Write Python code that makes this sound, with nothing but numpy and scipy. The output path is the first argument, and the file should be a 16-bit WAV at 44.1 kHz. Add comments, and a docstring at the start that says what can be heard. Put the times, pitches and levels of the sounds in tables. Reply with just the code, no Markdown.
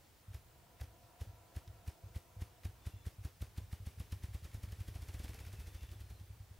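"""Soft microphone hiss, and a distant drone that swells and fades. Far off in the wood a grouse starts
drumming, dull and echoing; at once another joins from a mossy log near the microphone. Each near wing beat
is a low thump of pushed air with a rush of feathers. Both birds speed up into a roll and slow again.
Small dry ticks, one low hoot and the faint whistles of distant birds come through the drumming."""
import sys
import numpy as np
from scipy import signal
from scipy.io import wavfile
from scipy.ndimage import uniform_filter1d

SR = 44100
rng = np.random.default_rng(int(sys.argv[2]) if len(sys.argv) > 2 else 0)


def put_to_file(sound):
    """Save the sound as 16-bit audio at rate SR, in the file named by the first command-line argument."""
    columns = np.atleast_2d(sound).T  # one column per channel
    safe = np.clip(columns, -1, 1)
    whole_steps = np.round(safe * 32767)
    wavfile.write(sys.argv[1], SR, whole_steps.astype(np.int16))


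N = 290619
PULSE_T = np.arange(-.04, .04, 1 / SR)  # seconds around one wing beat


def gain_of(db):
    """Decibels to gain."""
    return 10 ** (np.asarray(db) / 20)


def unit_rms(x):
    """Scales to rms 1."""
    return x / np.sqrt(np.mean(x ** 2) + 1e-20)


def at_hz(table, hz):
    """Reads a spectrum table on a log-frequency axis."""
    f, value = np.transpose(table)
    return np.interp(np.log(hz + 1), np.log(f + 1), value)


def at_times(table, times):
    """Reads the value columns of a table whose rows start with a time."""
    when, *values = np.transpose(table)
    return [np.interp(times, when, v) for v in values]


def bell(t, top, rise, fall, flat=2):
    """A smooth hump of height 1 with its own rise and fall."""
    return np.exp(-abs((t - top) / np.where(t < top, rise, fall)) ** flat)


def train(times, size, shape, lead=.04):
    """One copy of shape for each event, starting lead seconds before it."""
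    clicks = np.zeros(N)
    np.add.at(clicks, np.round(np.asarray(times) * SR).astype(int), size)
    return signal.fftconvolve(clicks, shape)[round(lead * SR):][:N]


def blend(times, size, roundness, sharp, rounded, lead=.04):
    """A train whose shape crossfades from sharp to rounded as roundness goes from 0 to 1."""
    sharp_part = train(times, size * (1 - roundness), sharp, lead)
    return sharp_part + train(times, size * roundness, rounded, lead)


def noise(spectrum, patchy_db, likeness=((1, 1), (2, 1)), balance=((1, 0), (2, 0))):
    """Two channels of coloured noise with drifting louder and softer patches."""
    hz = np.fft.rfftfreq(2048, 1 / SR)
    a, b, c, d, patches = rng.standard_normal((N // 512 + 5, 1025, 5)).T
    patches = unit_rms(uniform_filter1d(uniform_filter1d(patches, size=20, axis=0), size=6, axis=1))
    like = np.clip(at_hz(likeness, hz), -1, 1)[:, None]
    left = a + 1j * b
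    right = like * left + np.sqrt(1 - like ** 2) * (c + 1j * d)
    tilt = at_hz(balance, hz)[:, None] / 2
    colour = gain_of(at_hz(spectrum, hz)[:, None] + patchy_db * patches)
    frames = np.array([left, right]) * colour * gain_of([tilt, -tilt])
    return unit_rms(signal.istft(frames, nperseg=2048, noverlap=1536)[1][:, :N])


# The microphone's noise floor. Each row: frequency in Hz, relative density in dB.
HISS_SPECTRUM = [(18, -27), (30, 0), (98, 3.5), (200, -9), (700, -12.5), (1490, -17), (3000, -20),
                 (6500, -22.5), (13500, -24.5), (14400, -21.5), (15300, -16.5), (15750, -21)]
# Each row: frequency in Hz, correlation between left and right.
HISS_LIKENESS = [(60, 1), (180, 0.67), (550, 0.6), (1650, 0.5), (4970, 0.55), (15000, -0.0)]
# Each row: frequency in Hz, left minus right in dB.
HISS_BALANCE = [(60, 0), (10000, 0), (11800, -3), (12600, 5), (13500, -14), (14400, 2), (15200, -1),
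                (15800, 1)]


def microphone_hiss():
    """Steady noise, strongest and centred in the bass, wider in the treble."""
    return gain_of(-64.5) * noise(HISS_SPECTRUM, patchy_db=1, likeness=HISS_LIKENESS, balance=HISS_BALANCE)


# The drone, a long way off. Each row: band centre in Hz, width in Hz, relative level in dB.
DRONE_BANDS = [(336, 30, -8.5), (505, 82, -5.5), (700, 91, -1), (967, 96, -4.5), (1350, 75, -11.5)]


def distant_drone():
    """Narrow bands of noise that swell and fade together."""
    t, out = np.arange(N) / SR, 0
    for hz, width, db in DRONE_BANDS:
        lowpass = signal.butter(2, width / 2, fs=SR, output="sos")
        a, b = (signal.sosfilt(lowpass, rng.standard_normal((3, N))) for _ in range(2))
        band = a * np.cos(2 * np.pi * hz * t) + b * np.sin(2 * np.pi * hz * t)
        out = out + gain_of(db) * unit_rms(band[0] + 0.44 * band[1:])  # centre plus sides
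    return gain_of(-69.1) * unit_rms(out) * bell(t, top=1.41, rise=1, fall=1.55, flat=2.9)


def beat_times(pace_table, first_s):
    """The time of every wing beat, counted from beat 0, and the pace leading up to it."""
    beat, pace = np.transpose(pace_table)
    pace = np.interp(np.arange(1, beat[-1] + 1), beat, pace)
    return first_s + np.append(0, np.cumsum(1 / pace)), np.append(pace[0], pace)


def wing_push(hz, trough, width, centre):
    """A short swing of air pressure; trough, width and centre are in seconds."""
    return -np.cos(2 * np.pi * hz * (PULSE_T - trough)) * bell(PULSE_T, centre, width, width)


def wing_stop(width):
    """The quick pressure drop as the wings stop, just ahead of the trough."""
    u = (PULSE_T + .0026) / width
    return -u * np.exp(-u ** 2)


# The grouse deep in the wood. Each row: beat number, pace in beats per second.
FAR_BEAT_PACE = [(1, 1.889), (6, 3.337), (8, 4.031), (13, 6.182), (16, 7.74), (17, 8.216), (18, 9.008),
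                 (20, 10.124), (25, 14.909), (29, 22.14), (30, 18.883), (36, 12.675), (41, 9.303)]
# Each row: time in seconds, thump level in dB, echo level in dB.
FAR_LEVELS = [(.29, -44.3, -43.5), (2.1, -43.5, -44.6), (3, -41.6, -44), (4.9, -42.5, -44),
              (5.2, -43, -50.5), (5.5, -46.5, -50.6), (5.59, -40.5, -51), (5.72, -52, -49),
              (5.89, -45, -46), (6.08, -45.5, -52.5), (6.22, -41.5, -48), (6.52, -43, -53.1)]
# Returns from trunks and slope. Each row: delay in seconds, dB added to the echo level.
SLOPE_ECHOES = [(0.0195, 1), (.045, -17.5), (.064, -7.5), (.082, -11.5), (.1, -13.5)]


def far_grouse():
    """Thumps dulled by distance, each followed by the same few strong echoes."""
    times, _ = beat_times(FAR_BEAT_PACE, first_s=.287)
    thump_db, echo_db = at_times(FAR_LEVELS, times)
    roundness = np.interp(times, [4.7, 6.2], [0, 1])
    sharp = wing_push(hz=84, trough=-.0003, width=.0075, centre=.0043) + .8 * wing_stop(.0023)
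    rounded = .9 * wing_push(hz=82, trough=0, width=.009, centre=0) + .5 * wing_stop(.0023)
    echo = wing_push(hz=86, trough=0, width=.0088, centre=.0055) + .35 * wing_stop(.0023)
    out = blend(times, gain_of(thump_db), roundness, sharp, rounded)
    for delay, db in SLOPE_ECHOES:
        heard = times + delay < (N - 1) / SR
        out += train(times[heard] + delay, gain_of(echo_db + db)[heard], echo)
    return out


def wood_reverb(x, t60):
    """Diffuse return from the trunks: sparse taps of random sign, a few differing left and right."""
    t = np.arange(SR // 2) / SR
    signs = rng.choice([-1., 1.], (len(t), 3)).T
    taps = signs * (rng.random((len(t), 3)).T < 400 / SR)  # 400 a second
    taps = (taps[0] + 0.079 * taps[1:]) * gain_of(-60 * t / t60) * (t > .015)
    return signal.fftconvolve(x[None], taps / np.linalg.norm(taps[0]), axes=1)[:, :N]


# The grouse on the log, near the microphone. 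Each row: beat number, pace in beats per second.
NEAR_BEAT_PACE = [(1, 2.143), (6, 3.894), (9, 5.02), (15, 7.561), (18, 9.279), (22, 11.429), (26, 14.619),
                  (29, 18.716), (30, 21.864), (33, 16.893), (39, 12.256), (42, 10.446), (43, 10.537)]
# Each row: time in seconds, thump level in dB, feather rush level in dB.
NEAR_LEVELS = [(.35, -36, -59.5), (.8, -33, -57), (2.9, -32, -57.5), (3.8, -33.6, -58.5),
               (4.25, -33, -58.5), (4.73, -36.5, -62), (5.05, -37.5, -60.5), (5.25, -36.5, -57.5),
               (5.45, -42.5, -61), (5.82, -38.5, -61.5), (6.11, -42.1, -64.5), (6.21, -55, -71)]
# Beats whose thump sounds softer. Each row: beat number, change in thump level in dB.
SOFTER_THUMPS = [(19, -1.5), (32, -5), (40, -5.1)]


def near_grouse():
    """The thumps and the feather sound of one set of wing strokes, growing rounder as the roll builds."""
    times, pace = beat_times(NEAR_BEAT_PACE, first_s=.353)
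    thump_db, rush_db = at_times(NEAR_LEVELS, times)
    for beat, db in SOFTER_THUMPS:
        thump_db[round(beat)] += db
    roundness = np.interp(times, [3.54, 6], [0, 1])
    thumps = wing_thumps(times, gain_of(thump_db), roundness)
    feathers = feather_rush(times, pace, rush_db, roundness) + feather_flick(times, rush_db - 7.5)
    return thumps, feathers


def wing_thumps(times, size, roundness):
    """The wings push the air and stop short, and the stiff flight feathers whip briefly."""
    sharp = .86 * wing_push(hz=76, trough=.0006, width=.0088, centre=.0004)
    rounded = wing_push(hz=69, trough=.0002, width=.0094, centre=-.0006)
    whip = wing_push(hz=291, trough=-.0026, width=.0053, centre=-.00029)
    abruptness = .826 * bell(times, top=3.65, rise=2.4, fall=2.67)  # the hardest stops come midway
    pushes = blend(times, size, roundness, sharp, rounded)
    stops = train(times, size * abruptness, wing_stop(.0019))
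    whips = train(times, size * (.045 + .013 * roundness), whip)
    return pushes + stops + whips


def stroke_power(width, crack_db, tail_db):
    """Power envelope of one rush, timed from the thump: a swish, a crack on top of it, a tail."""
    t = np.arange(-.05, .13, 1 / SR)
    swish = gain_of(-5.5) * bell(t, top=-.0013, rise=width, fall=width)
    crack = gain_of(crack_db) * bell(t, top=-.0074, rise=.0044, fall=.0035)
    tail = gain_of(tail_db) * bell(t, top=0, rise=width, fall=.052)
    return swish ** 2 + crack ** 2 + tail ** 2


def crackle(per_s, decay_s):
    """Papery flicks of feather against feather: sudden rises of the envelope that die quickly."""
    size = np.minimum(rng.exponential(1, N), 4) * (rng.random(N) < per_s / SR)
    return signal.lfilter([1], [1, -np.exp(-1 / (decay_s * SR))], size)


# Air through feathers, at close range. Each row: frequency in Hz, relative density in dB.
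RUSH_SPECTRUM = [(240, -2), (400, -2.5), (1230, -11.5), (1890, -9.5), (3710, -12), (4070, -13.5),
                 (5530, -13), (7070, -16.5), (11600, -16), (15700, -21)]
# Low bands come later, so each rush darkens. Each row: top of the band in Hz, delay in seconds.
RUSH_DELAYS = [(1400, .006), (4000, .003), (20000, 0)]


def feather_rush(times, pace, rush_db, roundness):
    """Air rushes through the feathers on each stroke; air and leaves stir more as the pace rises."""
    sharp = stroke_power(width=.02, crack_db=3, tail_db=-11.1)
    rounded = stroke_power(width=.017, crack_db=1.6, tail_db=-17)
    power = blend(times, gain_of(rush_db) ** 2, roundness, sharp, rounded, lead=.05)
    flutter = unit_rms(uniform_filter1d(rng.standard_normal(N), size=90))  # feathers slip unevenly
    strokes = np.sqrt(abs(power)) * gain_of(1.5 * flutter)
    strokes *= .97 + .3 * crackle(per_s=260, decay_s=.0018)
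    pace_now = np.interp(np.arange(N) / SR, times, pace, right=4.1)  # some stir outlasts the last beat
    stir = gain_of(-71) * (uniform_filter1d(pace_now, size=SR) / 10) ** .96
    air = noise(RUSH_SPECTRUM, patchy_db=.5)[0]
    rush, below = 0, 0
    for top_hz, delay in RUSH_DELAYS:
        up_to_top = signal.sosfiltfilt(signal.butter(2, top_hz, fs=SR, output="sos"), air)
        rush = rush + (up_to_top - below) * (np.roll(strokes, round(delay * SR)) + stir)
        below = up_to_top
    return rush


def feather_flick(times, db):
    """A dull flick as the feathers spread just ahead of each thump."""
    spread = train(times, gain_of(db), bell(PULSE_T, top=-.018, rise=.005, fall=.005), lead=.0397)
    return spread * unit_rms(signal.lfilter(*signal.iirpeak(1870, Q=2.6, fs=SR), rng.standard_normal(N)))


# Small ticks, centred and without echo. Each row: start in seconds, level in dB, pitch in Hz.
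DRY_TICKS = [(1.677, -55, 3430), (2.6339, -52, 2120), (4.5155, -55, 2170), (4.688, -53, 2200),
             (5.2573, -64, 2100), (5.2809, -47.5, 2290), (5.306, -56, 2670), (5.3332, -50, 1940),
             (5.3893, -49, 2370), (5.4497, -51, 2080), (5.4868, -64, 2600), (5.808, -54.5, 2740),
             (5.891, -56, 2600)]


def dry_ticks():
    """Short gritty puffs of noise with a broad ring."""
    out, t = np.zeros(N), np.arange(400) / SR
    envelope = np.exp(-t / .0039) * np.minimum(t / .00015, 1)
    for start, db, hz in DRY_TICKS:
        grit = rng.standard_normal(len(t))
        ring = unit_rms(signal.lfilter(*signal.iirpeak(hz, Q=1.5, fs=SR), grit))
        out += train([start], gain_of(db), (.46 * ring + .27 * grit) * envelope, lead=0)
    return out


# One low hoot and small birds whistling, far from the microphone.
# Each row: start in seconds, length in seconds, first pitch in Hz, last pitch in Hz, level in dB.
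BIRD_CALLS = [(2.33, 0.21, 495, 485, -75), (2.802, 0.135, 3550, 3460, -78), (2.941, 0.12, 3470, 3450, -76),
              (2.899, 0.12, 2760, 2720, -78.5), (5.299, 0.44, 2604, 2614, -76),
              (5.661, 0.37, 3565, 3400, -75), (5.758, 0.16, 2720, 2740, -76), (5.995, .22, 4170, 4130, -82)]


def distant_calls():
    """Gliding tones a little to the left, wavering as if smeared by echoes over the distance."""
    out = np.zeros(N)
    for start, length, first_hz, last_hz, db in BIRD_CALLS:
        n = round(length * SR)
        a, b = (unit_rms(uniform_filter1d(rng.standard_normal(SR), size=450))[:n] for _ in range(2))
        glide = np.exp(2j * np.pi * np.cumsum(np.linspace(first_hz, last_hz, n)) / SR)
        tone = (glide * (1 + .52 * (a + 1j * b))).real
        out += train([start], gain_of(db), tone * signal.windows.tukey(n, .4), lead=0)
    return out * gain_of([[1.5], [-1.5]])


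def scene():
    """Both grouse straight ahead of the microphone, the wood around them, the hiss under all."""
    far = far_grouse()
    thumps, feathers = near_grouse()
    centre = far + thumps + feathers + dry_ticks()
    reverb = gain_of(-23.5) * wood_reverb(thumps, t60=.74) + gain_of(-15.5) * wood_reverb(far, t60=1)
    return microphone_hiss() + distant_drone() + centre + reverb + distant_calls()


def record(dry):
    """The microphone drops the bass below 18 Hz and the treble above 15.8 kHz."""
    low_cut = signal.butter(1, 18, "highpass", fs=SR, output="sos")
    high_cut = signal.firwin(1023, 15800, window=("kaiser", 9), fs=SR)
    return signal.oaconvolve(signal.sosfiltfilt(low_cut, dry), high_cut[None], "same")


dry = scene()
out = record(dry)
put_to_file(out)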